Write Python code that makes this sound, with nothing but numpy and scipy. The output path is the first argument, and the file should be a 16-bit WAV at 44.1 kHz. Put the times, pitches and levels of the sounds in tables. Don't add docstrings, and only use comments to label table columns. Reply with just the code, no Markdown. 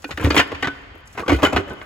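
import sys
import numpy as np
from scipy import signal
from scipy.fft import rfft, irfft
from scipy.io import wavfile
from scipy.ndimage import uniform_filter1d

SR = 44100
rng = np.random.default_rng(int(sys.argv[2]) if len(sys.argv) > 2 else 0)


def materialize(psi):
    bounded = np.clip(np.atleast_2d(psi).T, -1, 1)
    quanta = np.round(bounded * 32767).astype(np.int16)
    wavfile.write(sys.argv[1], SR, quanta)


def field_ratio(decibels):
    return 10 ** (np.asarray(decibels, dtype=float) / 20)


N = 81585
SIDES = np.array([[1], [-1]])


def on_log(hz, table):
    table = np.array(table, float)
    return np.interp(np.log(np.maximum(hz, 1)), np.log(table[:, 0]), table[:, 1])


def rings(hz, t60, length_s):
    t = np.arange(int(length_s * SR)) / SR
    fade = np.log(1000) / np.maximum(t60, .004)
    return np.exp(np.outer(2j * np.pi * hz - fade, t))


def add(out, start_s, x, peak_db):
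    i = int(start_s * SR)
    x = x[:, :N - i]
    out[:, i:i + x.shape[1]] += x * field_ratio(peak_db) / np.abs(x.mean(axis=0)).max()


def blows(rows, partials, rise_s, apart_s):
    out, partials = np.zeros((2, N)), np.array(partials)
    ratio, ratio_db = partials.T
    luck = rng.standard_normal((len(rows), len(partials)))
    for (start_s, peak_db, hz, t60), g in zip(rows, luck):
        level = field_ratio(ratio_db + 2 * g * (ratio != 1))
        x = level @ rings(hz * ratio, t60 / ratio, .3)
        x = x * (1 - np.exp(-np.arange(len(x)) / SR / rise_s))
        turn = np.exp(1j * np.pi * hz * apart_s * SIDES)
        add(out, start_s, (x * turn).imag, peak_db)
    return out


def bands(length):
    f = np.fft.rfftfreq(length, 1 / SR)
    for hz in 25 * 2 ** np.arange(0, 9.4, 1 / 3):
        shape = np.exp(-(np.log2(f / hz + 1e-9) * 4) ** 2)
        mid, side = irfft(rfft(rng.standard_normal((2, length))) * shape, length)
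        share = hz ** 2 / (hz ** 2 + 240 ** 2)
        yield hz, mid + share * side * SIDES


def wander(k, smooth):
    steps = np.repeat(rng.standard_normal(N // k + 1), k)
    return uniform_filter1d(steps, smooth)[:N]


# start in seconds, peak in dB, chatter length in seconds, tilt in dB per octave.
ROCKING = [(.022,-32,0.016,3.5),(.044,-16.5,0.0044,6),(.093,-24,0.021,-7),(.109,-14.5,0.018,4.5),(.175,-16.5,0.011,1),(.198,-14,0.03,-5),(.226,-17,0.018,-2.5),(.240,-23.5,0.0099,20.5),(.246,-6.5,0.023,-0.5),(.262,-11.5,0.021,-6),(.303,-2,0.015,2.5),(.325,-15,0.018,-1),(.345,-6.5,0.014,-2.5),(.355,-7.5,0.018,-4.5),(.365,1.5,0.014,1.5),(.376,-0.5,.02,7.5),(.394,2,.016,3.5),(.408,-14,0.02,4),(.476,-44,0.0085,20),(.500,-27,0.018,-18),(.519,-13.5,0.014,-6.5),(.547,-18.5,0.012,2),(.626,-7.5,0.01,2),(.644,-10.5,0.018,-0.5),(.672,-6,0.013,-2),(.944,-31.5,0.023,-9),]
# start in seconds, peak in dB, chatter length in seconds, tilt in dB per octave.
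SETTLING = [(1.053,-58,.008,-5),(1.133,-45,0.025,18),(1.15,-26,.025,-6),(1.176,-14.5,0.017,-2.5),(1.196,-12,.02,-4),(1.224,-21,0.012,-12),(1.261,-18.5,.02,-7),(1.281,-8,.016,-2.5),(1.294,-4,0.028,-1.5),(1.316,-6,0.02,-12.5),(1.328,-16,.025,11),(1.365,-27,.01,14),(1.385,-17.5,.03,-4.5),(1.422,-13,.012,-0.5),(1.431,2,.016,-4.5),(1.447,-4,.02,-1.5),(1.459,-8.5,.022,-1.5),(1.497,-20.5,.016,-5.5),(1.526,-7.5,0.03,-6.5),(1.563,-2.5,.014,-1),(1.576,-12,.028,-8.5),(1.677,-22,0.03,-9),(1.703,-19.5,0.028,-9),(1.734,-55,0.021,-32),(1.816,-27,.01,-6),]
# pitch in Hz, level in dB, t60 in seconds.
GEARS = [(1510,-13.5,0.25),(2460,1,0.067)]
# frequency in Hz, level in dB per Hz.
CLATTER = [(350,-11.5),(1240,-2.5),(2070,-1.5),(3100,-8),(4200,-20.5),(7000,-41),(11000,-49.5),(16000,-64)]


def steel_contacts(hits):
    count, ticks = 160, 70
    clatter_t60_s, t60_slope = .045, -.1
    clatter_scatter_db, gear_scatter_db = 3, 4
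    chatter_fall_db, chatter_scatter_db, first_db = -11, 2.6, 3
    first_touch, chatter_rise = .4, .25
    width_rad, width_hz = 1.4, 180
    out, gears = np.zeros((2, N)), np.array(GEARS)
    hz = np.geomspace(350, 16000, count) * (1 + .01 * rng.standard_normal(count))
    t60 = clatter_t60_s * (hz / 1000) ** t60_slope
    dense_db = on_log(hz, CLATTER) + 10 * np.log10(hz / 1000) - 10 * np.log10(t60 / clatter_t60_s)
    every = np.r_[hz, gears[:, 0]]
    bank = rings(every, np.r_[t60, gears[:, 2]], .15)
    luck = rng.standard_normal((len(hits), 3, len(every)))
    when = rng.random((len(hits), 2, ticks))
    for (start_s, peak_db, length_s, tilt_db), g, w in zip(hits, luck, when):
        clatter_db = dense_db + clatter_scatter_db * g[0, :count]
        gear_db = gears[:, 1] + gear_scatter_db * g[0, count:]
        level = field_ratio(np.r_[clatter_db, gear_db] + tilt_db * np.log2(every / 1500))
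        apart = width_rad * g[1] * every / (every + width_hz)
        body = np.array([((level * np.exp(1j * (g[2] + k * apart / 2))) @ bank).imag for k in (1, -1)])
        place = np.r_[0, w[0, 1:] ** 1.3]
        size_db = chatter_fall_db * place - chatter_scatter_db * np.log(w[1]) + first_db * (place == 0)
        size = field_ratio(size_db) * np.minimum(first_touch + place / chatter_rise, 1)
        push = np.zeros(int(max(1.4 * length_s, .001) * SR) + 2)
        spot = (place * (len(push) - 1)).astype(int)
        np.add.at(push, spot, size * (-1.) ** np.arange(ticks))
        add(out, start_s - .001, signal.fftconvolve(body, push[None]), peak_db)
    return out


# start in seconds, peak in dB, pitch in Hz, t60 in seconds.
PINGS = [(.176,-15,1790,0.0067),(.306,-20.5,4650,0.027),(.377,-13,3040,0.087),(.627,-15.5,1850,0.031),(.410,-16.5,1520,0.054),(.678,-26.5,1500,0.12),(1.233,-21.5,1150,0.041),(1.265,-28,1160,0.14),(1.340,-26.5,3030,0.039),(1.432,-6,1113,0.018),(1.450,-8,2980,0.03),(1.440,-42.5,7200,0.11),(1.458,-13,1407,0.077),(1.568,-15,1451,0.048),(1.703,-31,1510,0.12),(1.818,-39,1520,0.12)]
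# start in seconds, peak in dB, pitch in Hz, t60 in seconds.
RINGS = [(1.450,-57.5,11340,0.1),(.306,-24,1386,0.07),(.392,-7,1400,0.063),(.412,-15.5,2900,0.033),(.430,-50,4900,0.99),(.632,-20.5,1510,.15),(.645,-25,3120,0.027),(.680,-26,1504,0.13),(.690,-58,4740,0.63),(1.295,-19.5,1132,0.09),(1.300,-17,2237,0.079),(1.345,-23,1462,0.068),(1.445,-38.5,6820,0.25),(1.465,-17,1508,0.041),(1.497,-38,3045,0.13),(1.572,-27.5,3020,.06),(.052,-32,1500,0.069),(1.822,-38,1506,0.12)]


def ringing_parts():
    pings = blows(PINGS, [(1, 13), (1.012, -15)], rise_s=.005, apart_s=3e-5)
    return pings + blows(RINGS, [(1, 5.5), (1.02, -9.5)], rise_s=.0034, apart_s=3e-5)


# start in seconds, peak in dB, pitch in Hz.
BOOMS = [(0.049, -22.5, 288), (0.18, -24.5, 307), (0.21, -21.5, 318), (0.242, -7.5, 288),
         (0.27, -8.5, 289.6), (0.304, -8.5, 295), (0.37, -3.5, 301), (0.388, -7, 288.4), (0.524, -21, 300),
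         (0.629, -19.5, 273), (0.677, -19, 284), (0.946, -35.5, 285), (1.2, -23, 354),
         (1.284, -10.5, 316.6), (1.304, -7, 293.6), (1.3215, -2, 293), (1.344, -12, 292),
         (1.436, -7.5, 285), (1.532, -12.5, 278), (1.562, -9, 263.3), (1.577, -27, 280),
         (1.697, -31.5, 317)]


def case_booms():
    rows = [(*row, .07) for row in BOOMS]
    partials = [(1, 3.5), (1.07, -6.5), (1.161, -3), (1.544, -1), (1.727, 0)]
    return blows(rows, partials, rise_s=.012, apart_s=1e-4)


# start in seconds, peak in dB, pitch in Hz.
THUMPS = [(0.138,-26,73.6),(0.205,-23.5,86),(0.244,-4.5,88.5),(0.271,-7.5,88),(0.309,-15.5,76.6),(0.383,-19.5,82.6),(0.537,-28.5,76),(1.199,-27,73.7),(1.294,-17.5,82),(1.328,-8.5,77.3),(1.357,-11,69.6),(1.452,-25,84.5),(1.547,-14,67),(1.578,-19,90),(1.692,-30,69)]


def bench_thumps():
    rows = [(*row, .13) for row in THUMPS]
    return blows(rows, [(1, 15.5), (1.32, -8)], rise_s=.0052, apart_s=0)


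# time in seconds, level in dB.
RUSTLE = [(0,-57),(.15,-56),(.3,-46),(.5,-74),(0.618,-59),(.76,-64),(1.03,-80),(1.08,-60),(1.28,-57),(1.45,-58),(1.64,-66),(1.85,-62)]


def rustle():
    low_hz, tilt_db, flicker_db = 4440, -5.5, 1
    k = SR // 60
    flicker = wander(k, k // 2)
    hiss = 0
    for hz, x in bands(N):
        low_cut = 1 + (low_hz / hz) ** 4
        hiss = hiss + x * field_ratio(tilt_db * np.log2(hz / 8000)) / low_cut / np.sqrt(hz)
    time_s, level_db = np.array(RUSTLE).T
    level = field_ratio(np.interp(np.arange(N) / SR, time_s, level_db) + flicker_db * flicker)
    return hiss / np.sqrt(np.mean(hiss ** 2)) * level


# start in seconds, peak in dB, centre in Hz, fade in seconds.
TICKS = [(0.021,-41,5800,0.0071),(.079,-40.5,8800,0.031),(0.198,-43,11000,.006),(0.211,-34,8700,0.0061),(0.239,-31,12000,0.0051),(0.295,-36,12000,.004),(.355,-21.5,10500,0.018),(0.365,-27,6800,0.0064),(0.375,-14,4630,.012),(0.397,-29,5500,0.0069),(.474,-44,11000,0.0045),(.246,-13,2420,0.0027),(0.953,-48,10870,0.0033),(0.976,-52,10960,0.015),(1.004,-54,10900,0.0055),(1.056,-51,7900,0.016),(1.074,-35,6800,0.0054),(1.127,-43,7180,0.012),(1.17,-51,3000,0.009),(1.425,-30.5,10830,0.0052),(1.364,-35,7060,.004),(1.53,-29,6940,.004),(1.680,-51,11000,0.011),(1.696,-41,7000,0.0058),(1.734,-41,11900,0.0026),(1.563,-33,8500,.008),(1.814,-24,1940,0.0032),(1.827,-44,10600,0.0067)]


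def grit_ticks():
    out, t = np.zeros((2, N)), np.arange(4096) / SR
    f = np.fft.rfftfreq(len(t), 1 / SR)
    noises = rng.standard_normal((len(TICKS), 2, len(t)))
    for (start_s, peak_db, hz, fade_s), x in zip(TICKS, noises):
        shape = np.exp(-(np.log2(f / hz + 1e-9) / .7) ** 2)
        x = irfft(rfft(x[0] + .5 * x) * shape, len(t))
        envelope = np.exp(-t / max(fade_s, .001)) * np.minimum(t / .0004, 1)
        add(out, start_s, x * envelope, peak_db)
    return out


# frequency in Hz, t60 in seconds.
ROOM_T60 = [(300,1.23),(1500,2.05),(3500,2.14),(7000,1.86),(14000,0.31)]


def workshop(dry):
    room_db, tilt_db, delay_s = -17, -1.93, .011
    bench_echo_db, bench_t60_s = 16, .11
    t = np.arange(N) / SR
    early = field_ratio(bench_echo_db - 60 * t / bench_t60_s)
    tail = 0
    for hz, x in bands(N):
        late = field_ratio(tilt_db * np.log2(hz / 1000) - 60 * t / on_log(hz, ROOM_T60))
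        tail = tail + x * (early + late)
    tail = tail * np.clip(t / delay_s - 1, 0, 1)
    tail = tail / np.sqrt((tail ** 2).sum(axis=1).mean())
    return field_ratio(room_db) * signal.fftconvolve(tail, dry.mean(axis=0)[None])[:, :N]


# frequency in Hz, level in dB per Hz.
SHOP = [(25,14.5),(70,10.5),(200,-8),(1900,-15),(4700,-34.5),(7000,-68),(12000,-49)]


def hum():
    k, out = SR // 12, 0
    for hz, x in bands(N):
        out = out + x * field_ratio(on_log(hz, SHOP) + 2 * wander(k, k))
    return out * field_ratio(-42) / np.sqrt(np.mean(out ** 2))


def scene():
    parts = steel_contacts(ROCKING + SETTLING) + ringing_parts()
    case = case_booms()
    room = workshop(parts + field_ratio(-3.5) * case)
    return parts + case + bench_thumps() + rustle() + grit_ticks() + room + hum()


def band_limit(x):
    return signal.sosfilt(signal.butter(12, 16800, fs=SR, output="sos"), x)


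# frequency in Hz, left over right in dB.
LEFT_GAIN = [(200,1.4),(320,-6.5),(600,4),(2000,-0.9),(4500,5.5),(6500,-5)]


def record(dry):
    lead_s, merge_hz = 4e-5, 6300
    in_step_hz, turn_hz, stair = 7050, 4150, .75
    low_cut_hz, top_hz = 58, 15650
    f = np.fft.rfftfreq(N, 1 / SR)
    spec = rfft(np.tanh(.95 * dry) / 1.182)
    low = spec * field_ratio(SIDES * on_log(f, LEFT_GAIN) / 2) * np.exp(1j * np.pi * f * lead_s * SIDES)
    slip = 2 * np.pi * (f - in_step_hz) / turn_hz
    high = spec[0] * np.exp(-.5j * SIDES * (slip - stair * np.sin(2 * slip) / 2))
    share = 1 / (1 + (f / merge_hz) ** 16)
    cut = 1 / np.sqrt((1 + (low_cut_hz / (f + 1)) ** 5) * (1 + (f / top_hz) ** 80))
    mix = irfft((np.sqrt(share) * low + np.sqrt(1 - share) * high) * cut, N)
    return band_limit(mix)


dry = scene()
out = record(dry)
materialize(out)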